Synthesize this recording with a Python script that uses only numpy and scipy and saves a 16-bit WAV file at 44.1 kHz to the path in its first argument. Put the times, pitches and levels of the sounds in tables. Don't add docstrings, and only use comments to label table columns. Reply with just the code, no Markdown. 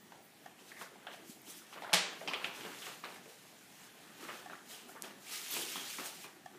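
import sys
import numpy as np
from scipy import signal
from scipy.fft import rfft, irfft, next_fast_len
from scipy.io import wavfile
from scipy.ndimage import uniform_filter1d

SR = 44100
rng = np.random.default_rng(int(sys.argv[2]) if len(sys.argv) > 2 else 0)


def generate_wav(signal):
    frames = np.transpose(np.atleast_2d(signal))
    scaled = np.clip(frames, -1, 1) * 32767
    pcm = np.round(scaled).astype(np.int16)
    wavfile.write(sys.argv[1], SR, pcm)


def gain_from_db(level_db):
    decades = np.asarray(level_db, float) / 20
    return 10 ** decades


N = 290573

# (peak time [s], swell [s], fade [s], level [dB])
STROKES = [(.122, .03, .09, -73), (.44, 0.045, 0.08, -69), (.6, 0.022, .1, -66), (.69, .05, 0.081, -59),
           (.82, 0.056, 0.045, -52), (1.132, 0.033, 0.1, -60.5), (1.308, 0.074, 0.066, -58.5),
           (1.5, 0.058, 0.15, -55.5), (1.734, 0.063, 0.055, -60.5), (1.824, 0.026, 0.053, -60.5),
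           (2.22, 0.13, 0.17, -59.5), (2.46, 0.062, 0.059, -56), (2.55, 0.032, 0.58, -56),
           (2.88, 0.24, 0.12, -52.5), (3.16, 0.19, 0.056, -60.5), (3.3, 0.079, 0.25, -60.5),
           (3.48, 0.042, 0.35, -66.5), (3.86, 0.41, .07, -61), (4.02, .3, 0.46, -65),
           (4.23, 0.075, 0.21, -55.5), (4.37, .15, 0.11, -59), (4.55, 0.071, 0.096, -64.5),
           (4.72, 0.058, 0.12, -51.5), (5.04, 0.018, 0.071, -54), (5.335, 0.074, 0.21, -44),
           (5.54, 0.075, 0.17, -41.5), (5.75, 0.24, 0.21, -45.5), (5.9, 0.067, 0.22, -46.5),
           (6.0, 0.067, .06, -51.5), (6.065, 0.056, 0.074, -49), (6.16, .1, 0.096, -56),
           (6.245, 0.11, .022, -54.5)]
# (peak time [s], swell [s], fade [s], level [dB])
BENDS = [(.122, 0.11, 0.096, -65.5), (.456, 0.024, 0.091, -61.5), (.594, 0.025, 0.076, -64),
         (.718, 0.038, 0.025, -59.5), (.822, 0.026, 0.027, -51), (.94, 0.023, 0.33, -65.5),
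         (1.132, 0.076, 0.041, -55), (1.74, 0.018, .08, -55.5), (1.8, 0.29, 0.11, -61.5),
         (1.91, 0.15, 0.17, -56), (2.13, 0.32, 0.15, -57.5), (2.285, 0.016, 0.21, -48),
         (2.46, 0.13, 0.063, -50), (2.65, 0.22, 0.22, -50), (2.88, 0.041, 0.038, -50),
         (3.04, 0.008, 0.11, -50), (3.16, .15, 0.12, -71), (3.3, .2, 0.48, -68), (3.85, 0.22, 0.06, -63.5),
         (4.23, 0.042, 0.4, -56.5), (4.37, 0.51, 0.014, -57), (4.515, 0.018, 0.049, -55.5),
         (4.71, 0.051, 0.44, -60.5), (5.044, 0.01, 0.081, -52), (5.33, 0.098, 0.9, -59),
         (5.57, .05, 0.11, -47.5), (5.77, 0.027, 0.096, -48.5), (6.0, 0.018, 0.062, -47.5),
         (6.25, 0.0086, 0.044, -53.5), (6.59, 0.11, .1, -64)]
# (peak time [s], level [dB])
HEAVES = [(.05, -64), (.648, -66), (.93, -65), (1.5, -62), (1.82, -60), (2.27, -50), (2.65, -54.5),
          (3.04, -62), (3.19, -61), (4.2, -64), (4.508, -58.5), (4.62, -64), (4.87, -59), (5.06, -56.5),
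          (6.0, -59), (6.16, -62), (6.59, -54.5)]
# (peak time [s], swell [s], fade [s], level [dB])
BRUSHES = [
    (1.3, 0.035, 0.077, -56),
    (1.505, 0.034, 0.022, -48.5),
    (1.58, 0.08, .05, -55.5),
    (4.89, 0.009, 0.08, -57.5),
    (5.21, .015, .035, -66),
    (5.625, 0.16, .02, -45),
    (6.06, 0.022, 0.034, -45),
]
# (frequency [Hz], density [dB/Hz])
SLIDE_SPECTRUM = [(710, -66), (1200, -4), (1290, -7.5), (3060, -3.0), (4260, -1.5), (6530, -1.0),
                  (8700, -3.5), (13800, -7.0), (15300, -9.0), (15500, -39.0)]
# (frequency [Hz], level [dB])
SCRAPE_SPECTRUM = [(1200, -21), (2000, 0), (2600, 2.5), (3300, 1.5), (4200, -4.5), (6500, -18.5)]
# (frequency [Hz], level [dB])
CRUMPLE_SPECTRUM = [(250, -3), (450, 4), (750, 7.5), (1250, 7), (1800, 7), (2800, -17)]
# (frequency [Hz], level [dB])
FLEX_SPECTRUM = [(70, -42), (120, -7.5), (185, -1), (320, -3), (420, -0.5), (700, -46)]
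# (frequency [Hz], density [dB/Hz])
BRUSH_SPECTRUM = [(2500, -11), (6000, -0.5), (10000, 0.5), (15300, -4), (15500, -15)]
HEAVE_SWELL_S, HEAVE_FADE_S = 0.071, 0.084
REST_SLIDE_DB, REST_BEND_DB = -74, -73
SCRAPE_BY_SLIDE_DB, SCRAPE_BY_BEND_DB, FLEX_BY_BEND_DB = -6.5, -3.5, -6.5
MOVE_DROP_DB = 12
ROUNDING = 1.03
FLUTTER_DB = 1.1

# (time [s], peak [dB], panel [Hz], room share [dB])
DULL_SNAPS = [(.813, -39, 1230, -5.5), (.814, -47, 470, -17), (0.957, -50, 800, -13), (.829, -47, 900, -13),
              (.84, -53, 493, -12), (.861, -49, 1250, -2), (.872, -52, 1500, -10), (1.445, -56.5, 800, 1),
              (1.478, -51, 327, 0), (1.619, -53, 1250, -3), (1.821, -35, 740, -7), (.912, -55, 416, 5),
              (.935, -57, 570, -1), (1.187, -51, 333, 3), (1.205, -53, 330, 1.5), (1.835, -37, 776, -6),
              (1.8945, -36.5, 770, -2), (2.211, -38.5, 665, -0.5), (2.311, -35.5, 1180, 4),
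              (3.257, -48, 447, 1), (3.451, -51.5, 750, -16), (4.25, -44, 440, -7), (4.532, -38, 1270, -5),
              (4.553, -45, 1510, -3), (6.243, -44, 1120, -6), (6.364, -50.5, 345, -8),
              (6.548, -48, 355, -2)]
# (time [s], peak [dB], low panel [Hz], high panel [Hz],
# room share [dB])
FOLDS = [(.12, -43.5, 880, 1390, -4), (.823, -50, 900, 1780, -14), (1.0675, -38, 776, 1530, -14),
         (1.079, -46, 570, 1600, -15), (1.138, -43, 664, 2480, -6), (1.727, -41, 1080, 2820, -6),
         (1.76, -42, 600, 1500, -2), (1.776, -42, 1190, 2700, -4), (2.649, -38, 423, 2160, -2),
         (2.867, -37.5, 1313, 1900, 1), (3.038, -31, 1150, 2450, -10), (3.043, -36, 1820, 4020, -3),
         (3.051, -38, 440, 2320, -5), (3.057, -42, 635, 1200, -6), (3.088, -46, 800, 2020, -11),
         (3.158, -44.5, 794, 1590, -1.5),
         (4.228, -44, 343, 1300, -1), (4.285, -40, 1180, 2000, -4), (4.289, -36, 500, 1900, -10),
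                 (4.294, -38, 1300, 2800, -9), (4.299, -37, 593, 2850, -9), (4.303, -34.5, 1230, 1600, -10),
                 (4.498, -38, 743, 1490, -6), (4.891, -45.5, 750, 1430, -2), (4.951, -46, 440, 1220, -3.5),
                 (4.972, -43.5, 1110, 1390, -5), (5.035, -44, 640, 1750, 0), (5.109, -45.5, 330, 1710, -8),
                 (5.563, -41.5, 356, 2460, 3.5), (5.589, -37, 450, 3000, -4),
                 (5.757, -33.5, 1060, 3060, -13), (5.985, -32.5, 1295, 1900, -6),
                 (6.054, -42, 800, 3530, 0.5)]
# (time [s], peak [dB], low panel [Hz], high panel [Hz], room share [dB])
RUNNING_FOLDS = [(0.1203, -51, 1300, 2900, -1), (1.0735, -39, 750, 1580, -13), (1.0835, -41, 640, 1500, -9),
                 (1.092, -50, 600, 1400, -8), (1.115, -48, 1500, 1650, -13), (1.733, -41, 1100, 2870, -8),
                 (1.772, -41, 1200, 2700, -8), (1.786, -46, 1600, 1800, -10),
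                 (1.845, -38.5, 1070, 1360, 0.5), (1.923, -37, 647, 1100, -9), (1.928, -43, 700, 1410, -16),
                 (2.355, -37, 447, 3300, -4), (2.362, -46, 1000, 2600, -10), (4.249, -50, 1210, 1900, -12),
                 (4.309, -37.5, 1250, 1900, -7), (4.329, -41, 1600, 1700, -6), (4.961, -42, 1150, 1600, -3),
                 (5.052, -46.5, 400, 1190, -8), (5.118, -55, 450, 1730, -12), (5.992, -49, 500, 1520, -8)]
# (time [s], peak [dB], low panel [Hz], high panel [Hz], room share [dB])
SHARP_SNAPS = [(.59, -51, 848, 2920, -6), (.717, -41, 398, 1820, -10), (1.822, -43, 1500, 3700, -3),
               (0.743, -55, 500, 1830, 4), (0.765, -49, 1132, 1900, 6), (1.0681, -38, 1270, 2980, -1),
               (1.079, -48, 1400, 3200, -3), (1.132, -45, 1300, 3000, -6), (2.275, -29, 1150, 2640, -8),
               (2.276, -34, 930, 5000, -0.5), (2.2825, -26, 840, 2760, -12),
               (2.2889, -31.5, 1000, 2720, -7), (2.299, -38, 1200, 4900, -10), (2.311, -38, 1120, 3260, -4),
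               (2.341, -29.5, 910, 3300, -10), (2.449, -33, 1200, 2390, -16), (2.454, -34, 1500, 2800, -9),
               (2.3344, -24.5, 700, 2390, -9), (2.347, -31, 430, 3060, -2.5),
               (2.4434, -23.5, 1430, 2620, -8), (2.4428, -28, 2010, 3300, -3), (2.82, -41, 1389, 3080, 5.5),
               (5.044, -44, 580, 3000, -2)]
DULL_HIGH_HZ = 1900
DULL_HIGH_DB, FOLD_HIGH_DB, SHARP_HIGH_DB = -34, -8.5, 4
BUCKLE_S = .0009

# (time [s], peak [dB], tearing length [ms], tearing [dB], room share [dB])
CRACKS = [
    (1.9312, -16.5, 1.5, -2, 10),
    (1.9321, -13, 1.2, -16, -15),
    (1.9374, -6.5, 3, -18.5, -10.5),
    (1.9441, -8.5, 2.1, -10, -18),
    (1.9535, -31, 2.8, -16, -16),
]
# (frequency [Hz], density [dB/Hz])
FLAP_SPECTRUM = [(71, -53), (120, -63), (180, -4.5), (259, -27), (366, -11), (970, -7.5), (1120, -6),
                 (1500, -6), (3300, -3), (12500, -16.5), (15300, -32)]
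# (frequency [Hz], level [dB], t60 [s])
TABLE_MODES = [(184, -38, 0.33), (638, -38.5, 0.27), (686, -28, 0.07), (830, -21, 0.037)]
TABLE_S = 1.932

# (start [s], length [s], frequency [Hz], width [Hz], level [dB])
DRAGS = [
    (5.259, 0.42, 2720, 1300, -58),
    (1.461, 0.18, 3300, 900, -62),
    (4.531, 0.039, 1550, 300, -56),
    (4.698, 0.25, 3040, 900, -61),
    (5.749, 0.14, 3240, 350, -49),
    (6.229, 0.057, 2440, 205, -56),
]
# (start [s], length [s], from [Hz], to [Hz], level [dB])
GLIDES = [
    (1.47, 0.073, 5770, 6300, -62),
    (0.84, .04, 1296, 1690, -60),
    (5.33, 0.043, 4600, 4760, -59),
    (5.489, 0.086, 3700, 3210, -52),
    (5.55, .04, 2340, 2660, -50),
    (5.568, 0.046, 2900, 3240, -54),
    (5.607, .04, 3190, 3300, -45),
    (5.835, .12, 3500, 5330, -56),
    (6.05, 0.022, 7800, 7900, -57),
]
# (time [s], peak [dB], frequency [Hz], width [Hz])
TICKS = [(1.418, -41, 13000, 3500), (5.0225, -21, 8400, 9000), (5.509, -29, 13000, 3000),
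         (5.5105, -33, 13500, 2500), (5.5118, -31, 12500, 2500), (5.513, -33, 13800, 2500),
         (5.5145, -33, 13000, 2500), (5.517, -32, 13500, 2500), (5.52, -32, 14000, 2500),
         (5.524, -28, 12500, 3500), (5.5275, -33, 13500, 2500), (5.532, -32, 13500, 2500),
         (5.5413, -22, 13500, 3000), (5.553, -31, 11000, 5000), (5.562, -28, 11000, 5000)]
GLIDE_WIDTH = 0.11

# (time [s], peak [dB], frequency [Hz])
THUMPS = [(1.294, -35.5, 230), (1.935, -44, 185), (2.647, -42, 200), (2.662, -39, 190), (2.68, -43, 190),
          (2.352, -38, 420), (5.988, -38, 290), (6.006, -40, 280), (6.45, -46, 140), (2.52, -46, 190),
          (2.6, -45, 190)]
# (time [s], peak [dB])
TOCKS = [
    (.4585, -38.5),
    (2.4585, -42),
    (4.4583, -36.5),
    (6.458, -36.5),
]
# (frequency [Hz], level [dB], t60 [s])
CASE_MODES = [(750, 14, 0.027), (800, -5, .08), (1150, -11, 0.1), (1736, 5.5, 0.028), (1780, -9, .12),
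              (3300, -10.5, 0.054), (7900, -26, .012)]
# (frequency [Hz], density [dB/Hz])
CLICK_SPECTRUM = [(300, -20), (1000, 3), (3300, -1.5), (6500, 3), (15000, -13)]
TICK_DB, TICK_S = -13, .006
# (time [s], pitch [Hz], level [dB])
CHIRPS = [
    [(0, 15200, -78), (.02, 15250, -68), (.07, 15250, -78), (.09, 15200, -84)],
    [(.16, 15000, -84), (.19, 15400, -74), (.225, 15200, -74), (.25, 14700, -68), (.28, 14500, -74),
     (.29, 14500, -86)],
    [(.23, 12300, -78), (.26, 12200, -74), (.285, 12100, -77), (.31, 11400, -80)],
    [(.35, 14650, -84), (.385, 14600, -77), (.41, 14600, -78), (.432, 14400, -72), (.448, 13400, -80)],
]

# (frequency [Hz], t60 [s])
ROOM_T60 = [(150, 0.58), (400, 0.67), (1000, 0.56), (2800, 0.52), (7300, 0.43), (13000, 0.17)]
# (frequency [Hz], density [dB/Hz])
HUSH_SPECTRUM = [(15, -57), (25, -32), (50, -75), (100, -10.5), (165, 3), (280, 3), (570, -6.5),
                 (780, -1.5), (1050, -13), (1900, -6.5), (3000, -13), (11400, -16.5), (15500, -20.5)]
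# (frequency [Hz], spread [dB])
HUSH_PATCHES = [(300, 1.7), (900, 3.5), (3000, 2.5)]
HUSH_DB = -62
MIC_CUT_HZ, EDGE_HZ = 167, 15330
LOPSIDED = 0.098


def evened(x):
    return x / np.sqrt(np.mean(x ** 2) + 1e-20)


def peaked(db, sound):
    return gain_from_db(db) * sound / abs(sound).max()


def like(sound, other):
    return other * np.linalg.norm(sound) / np.linalg.norm(other)


def read(points, hz):
    f, value = np.transpose(points)
    return np.interp(np.log(hz + 1), np.log(f + 1), value)


def coloured(x, points):
    size = next_fast_len(len(x))
    gain = gain_from_db(read(points, np.fft.rfftfreq(size, 1 / SR)))
    return evened(irfft(rfft(x, size) * gain, size)[:len(x)])


def ring(x, hz, width_hz):
    return signal.lfilter(*signal.iirpeak(min(hz, 18000), max(hz / width_hz, .3), SR), x)


def modes(table, t):
    return sum(gain_from_db(db - 60 * t / t60) * np.sin(2 * np.pi * hz * t) for hz, db, t60 in table)


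def add(mix, s, sound):
    part = mix[round(s * SR):][:len(sound)]
    part += sound[:len(part)]


def grains(per_s, spread_db, clump_db, clump_ms):
    size = gain_from_db(spread_db * np.minimum(rng.exponential(1, N), 3.5)) * rng.standard_normal(N)
    span = int(clump_ms * SR / 1000)
    clumps = evened(uniform_filter1d(uniform_filter1d(rng.standard_normal(N), span), span))
    return size * (rng.random(N) < per_s / SR) * gain_from_db(clump_db * clumps)


def effort(moves, rest_db=-120):
    t = np.arange(0, N + 32, 32) / SR
    power = gain_from_db(2 * rest_db)
    for s, swell_s, fade_s, db in moves:
        away = np.maximum((s - t) / swell_s, (t - s) / fade_s)
        power = power + gain_from_db(2 * (db - MOVE_DROP_DB * away ** ROUNDING))
    return np.interp(np.arange(N) / SR, t, power)


def rustle():
    slide = coloured(grains(15000, 1.3, .5, 8), SLIDE_SPECTRUM)
    scrape = coloured(grains(6000, 1.8, .9, 8), SCRAPE_SPECTRUM)
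    crumple = coloured(grains(4000, 2.2, 1.2, 12), CRUMPLE_SPECTRUM)
    flex = coloured(grains(2500, 1.8, 1.1, 25), FLEX_SPECTRUM)
    brush = coloured(grains(15000, 1.3, .5, 8), BRUSH_SPECTRUM)
    sliding = effort(STROKES, REST_SLIDE_DB)
    bending = effort(BENDS, REST_BEND_DB)
    heaving = effort([(s, HEAVE_SWELL_S, HEAVE_FADE_S, db) for s, db in HEAVES])
    scraping = gain_from_db(2 * SCRAPE_BY_SLIDE_DB) * sliding + gain_from_db(2 * SCRAPE_BY_BEND_DB) * bending
    flexing = heaving + gain_from_db(2 * FLEX_BY_BEND_DB) * bending
    out = np.sqrt(sliding) * slide + np.sqrt(scraping) * scrape
    out += np.sqrt(bending) * crumple + np.sqrt(flexing) * flex
    return out + np.sqrt(effort(BRUSHES)) * brush


def fluttered(x):
    z = signal.stft(x, nperseg=256)[2]
    patches = evened(uniform_filter1d(uniform_filter1d(rng.standard_normal(z.shape), 4, 0), 9, 1))
    gain = gain_from_db(FLUTTER_DB * patches - 0.13 * FLUTTER_DB ** 2)
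    return signal.istft(z * gain, nperseg=256)[1][:N]


def creases():
    rows = [(s, db, hz, DULL_HIGH_HZ, DULL_HIGH_DB, wet_db) for s, db, hz, wet_db in DULL_SNAPS]
    folds = FOLDS + RUNNING_FOLDS
    rows += [(*row, FOLD_HIGH_DB, wet_db) for *row, wet_db in folds]
    return rows + [(*row, SHARP_HIGH_DB, wet_db) for *row, wet_db in SHARP_SNAPS]


def panels(x, low_hz, high_hz, high_db):
    bands = [(low_hz, 0.58 * low_hz, 0), (1300, 2000, -7),
             (high_hz, 0.43 * high_hz, high_db + 6.0), (6500, 6000, high_db - 15.0)]
    out = 0
    for hz, width_hz, db in bands:
        rung = ring(ring(ring(x, hz, width_hz), hz, width_hz), hz, width_hz)
        out = out + gain_from_db(db) * rung / np.sqrt(width_hz)
    return out


def snap(db, *shape):
    t = np.arange(2600) / SR
    size, chance = rng.standard_normal(len(t)), rng.random(len(t))
    burst = size * (chance < .15) * np.exp(-t / 0.0056)
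    burst[[0, round(BUCKLE_S * SR)]] = 1.4, 3.1
    sound = peaked(db, panels(burst, *shape))
    return sound, like(sound, panels(signal.unit_impulse(len(t)), *shape))


def crack(db, tear_ms, tear_db):
    t = (np.arange(2048) - 256) / SR
    slip = signal.unit_impulse(len(t), 256)
    decay = np.exp(-np.where(t < 0, -t / 0.00037, t * 1000 / tear_ms))
    tear = gain_from_db(tear_db) * rng.standard_normal(len(t)) * decay
    sound = peaked(db, coloured(slip + tear, FLAP_SPECTRUM))
    return sound, like(sound, coloured(slip, FLAP_SPECTRUM))


def table():
    t = np.arange(20000) / SR
    return modes(TABLE_MODES, t) * np.minimum(t / 0.0044, 1)


def drag(length_s, hz, width_hz, db):
    t = np.linspace(0, 1, int(length_s * SR))
    tone = ring(ring(rng.standard_normal(len(t)), hz, width_hz), hz, width_hz)
    return gain_from_db(db) * evened(tone) * np.minimum(t / 0.027, 1) * (1 - t ** 2)


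def glide(length_s, from_hz, to_hz, db):
    t = np.linspace(0, 1, int(length_s * SR))
    low = signal.butter(2, GLIDE_WIDTH * from_hz / 2, fs=SR, output="sos")
    waver = signal.sosfilt(low, rng.standard_normal((2, len(t))))
    phase = 2 * np.pi * np.cumsum(from_hz + (to_hz - from_hz) * t) / SR
    tone = waver[0] * np.cos(phase) + waver[1] * np.sin(phase)
    return gain_from_db(db) * evened(tone) * np.sin(np.pi * t) ** 0.7


def tick(db, hz, width_hz):
    return peaked(db, ring(ring(signal.unit_impulse(200), hz, width_hz), hz, width_hz))


def thump(db, hz):
    t = np.arange(3000) / SR
    return gain_from_db(db) * np.sin(2 * np.pi * hz * t) * (t / 0.0053) * np.exp(1 - t / 0.0026)


def tock(db):
    t = np.arange(5000) / SR
    case = modes(CASE_MODES, t) * np.minimum(t / 0.0053, 1) ** 2
    click = gain_from_db(TICK_DB) * coloured(rng.standard_normal(len(t)), CLICK_SPECTRUM) * np.exp(-t / TICK_S)
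    return peaked(db, case + click)


def chirp(rows):
    s, hz, db = np.transpose(rows)
    t = np.arange(s[0], s[-1], 1 / SR)
    tone = np.sqrt(2) * np.sin(2 * np.pi * np.cumsum(np.interp(t, s, hz)) / SR)
    return s[0], tone * gain_from_db(np.interp(t, s, db)) * signal.windows.tukey(len(t), .2)


def room(x):
    out, turn = np.zeros(N), np.arange(N) / SR * 2.302
    for k in range(3):
        taps = np.zeros(SR)
        at = np.arange(130, SR - 20, 20)
        taps[at + rng.integers(0, 20, len(at))] = rng.choice([-1., 1.], len(at))
        hz, t, z = signal.stft(taps, SR, nperseg=256)
        decay = gain_from_db(-60 * t / read(ROOM_T60, hz)[:, None])
        tail = signal.istft(z * decay, SR, nperseg=256)[1]
        share = np.sqrt(2 / 3) * np.cos(np.pi * (turn + k / 3))
        out += signal.oaconvolve(x * share, tail / np.linalg.norm(tail))[:N]
    return out


def hush():
    frames, hz = N // 256 + 5, np.fft.rfftfreq(1024, 1 / SR)
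    a, b, patches = rng.standard_normal((frames, 513, 3)).T
    patches = evened(uniform_filter1d(uniform_filter1d(patches, 10, 0), 12, 1))
    level_db = read(HUSH_SPECTRUM, hz)[:, None] + read(HUSH_PATCHES, hz)[:, None] * patches
    noise = signal.istft((a + 1j * b) * gain_from_db(level_db), nperseg=1024, noverlap=768)[1][:N]
    return gain_from_db(HUSH_DB) * evened(noise)


def scene():
    near = fluttered(rustle())
    sent = gain_from_db(-10.5) * near
    # time, direct sound, diffuse sound, room share dB
    hits = [(s, *snap(*row), wet_db) for s, *row, wet_db in creases()]
    hits += [(s - 256 / SR, *crack(*row), wet_db) for s, *row, wet_db in CRACKS]
    hits += [(s, tick(*row), tick(*row), -12) for s, *row in TICKS]
    hits += [(s, thump(*row), thump(*row), -18) for s, *row in THUMPS]
    hits += [(s, tock(db), tock(db), -10) for s, db in TOCKS]
    for s, direct, diffuse, wet_db in hits:
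        add(near, s, direct)
        add(sent, s, gain_from_db(wet_db) * diffuse)
    add(near, TABLE_S, table())
    for s, *row in DRAGS:
        add(near, s, drag(*row))
    for s, *row in GLIDES:
        add(near, s, glide(*row))
    for rows in CHIRPS:
        add(near, *chirp(rows))
    low_cut = signal.butter(2, MIC_CUT_HZ, "high", fs=SR, output="sos")
    return np.tile(signal.sosfilt(low_cut, near + room(sent)) + hush(), (2, 1))


def band_limit(x):
    return signal.sosfilt(signal.butter(12, 16460, fs=SR, output="sos"), x)


def record(dry):
    bent = dry + LOPSIDED * dry ** 2
    low_pass = signal.firwin(511, EDGE_HZ, window=("kaiser", 7), fs=SR)
    limited = signal.oaconvolve(bent, low_pass[None], "same")
    return band_limit(limited)


dry = scene()
out = record(dry)
generate_wav(out)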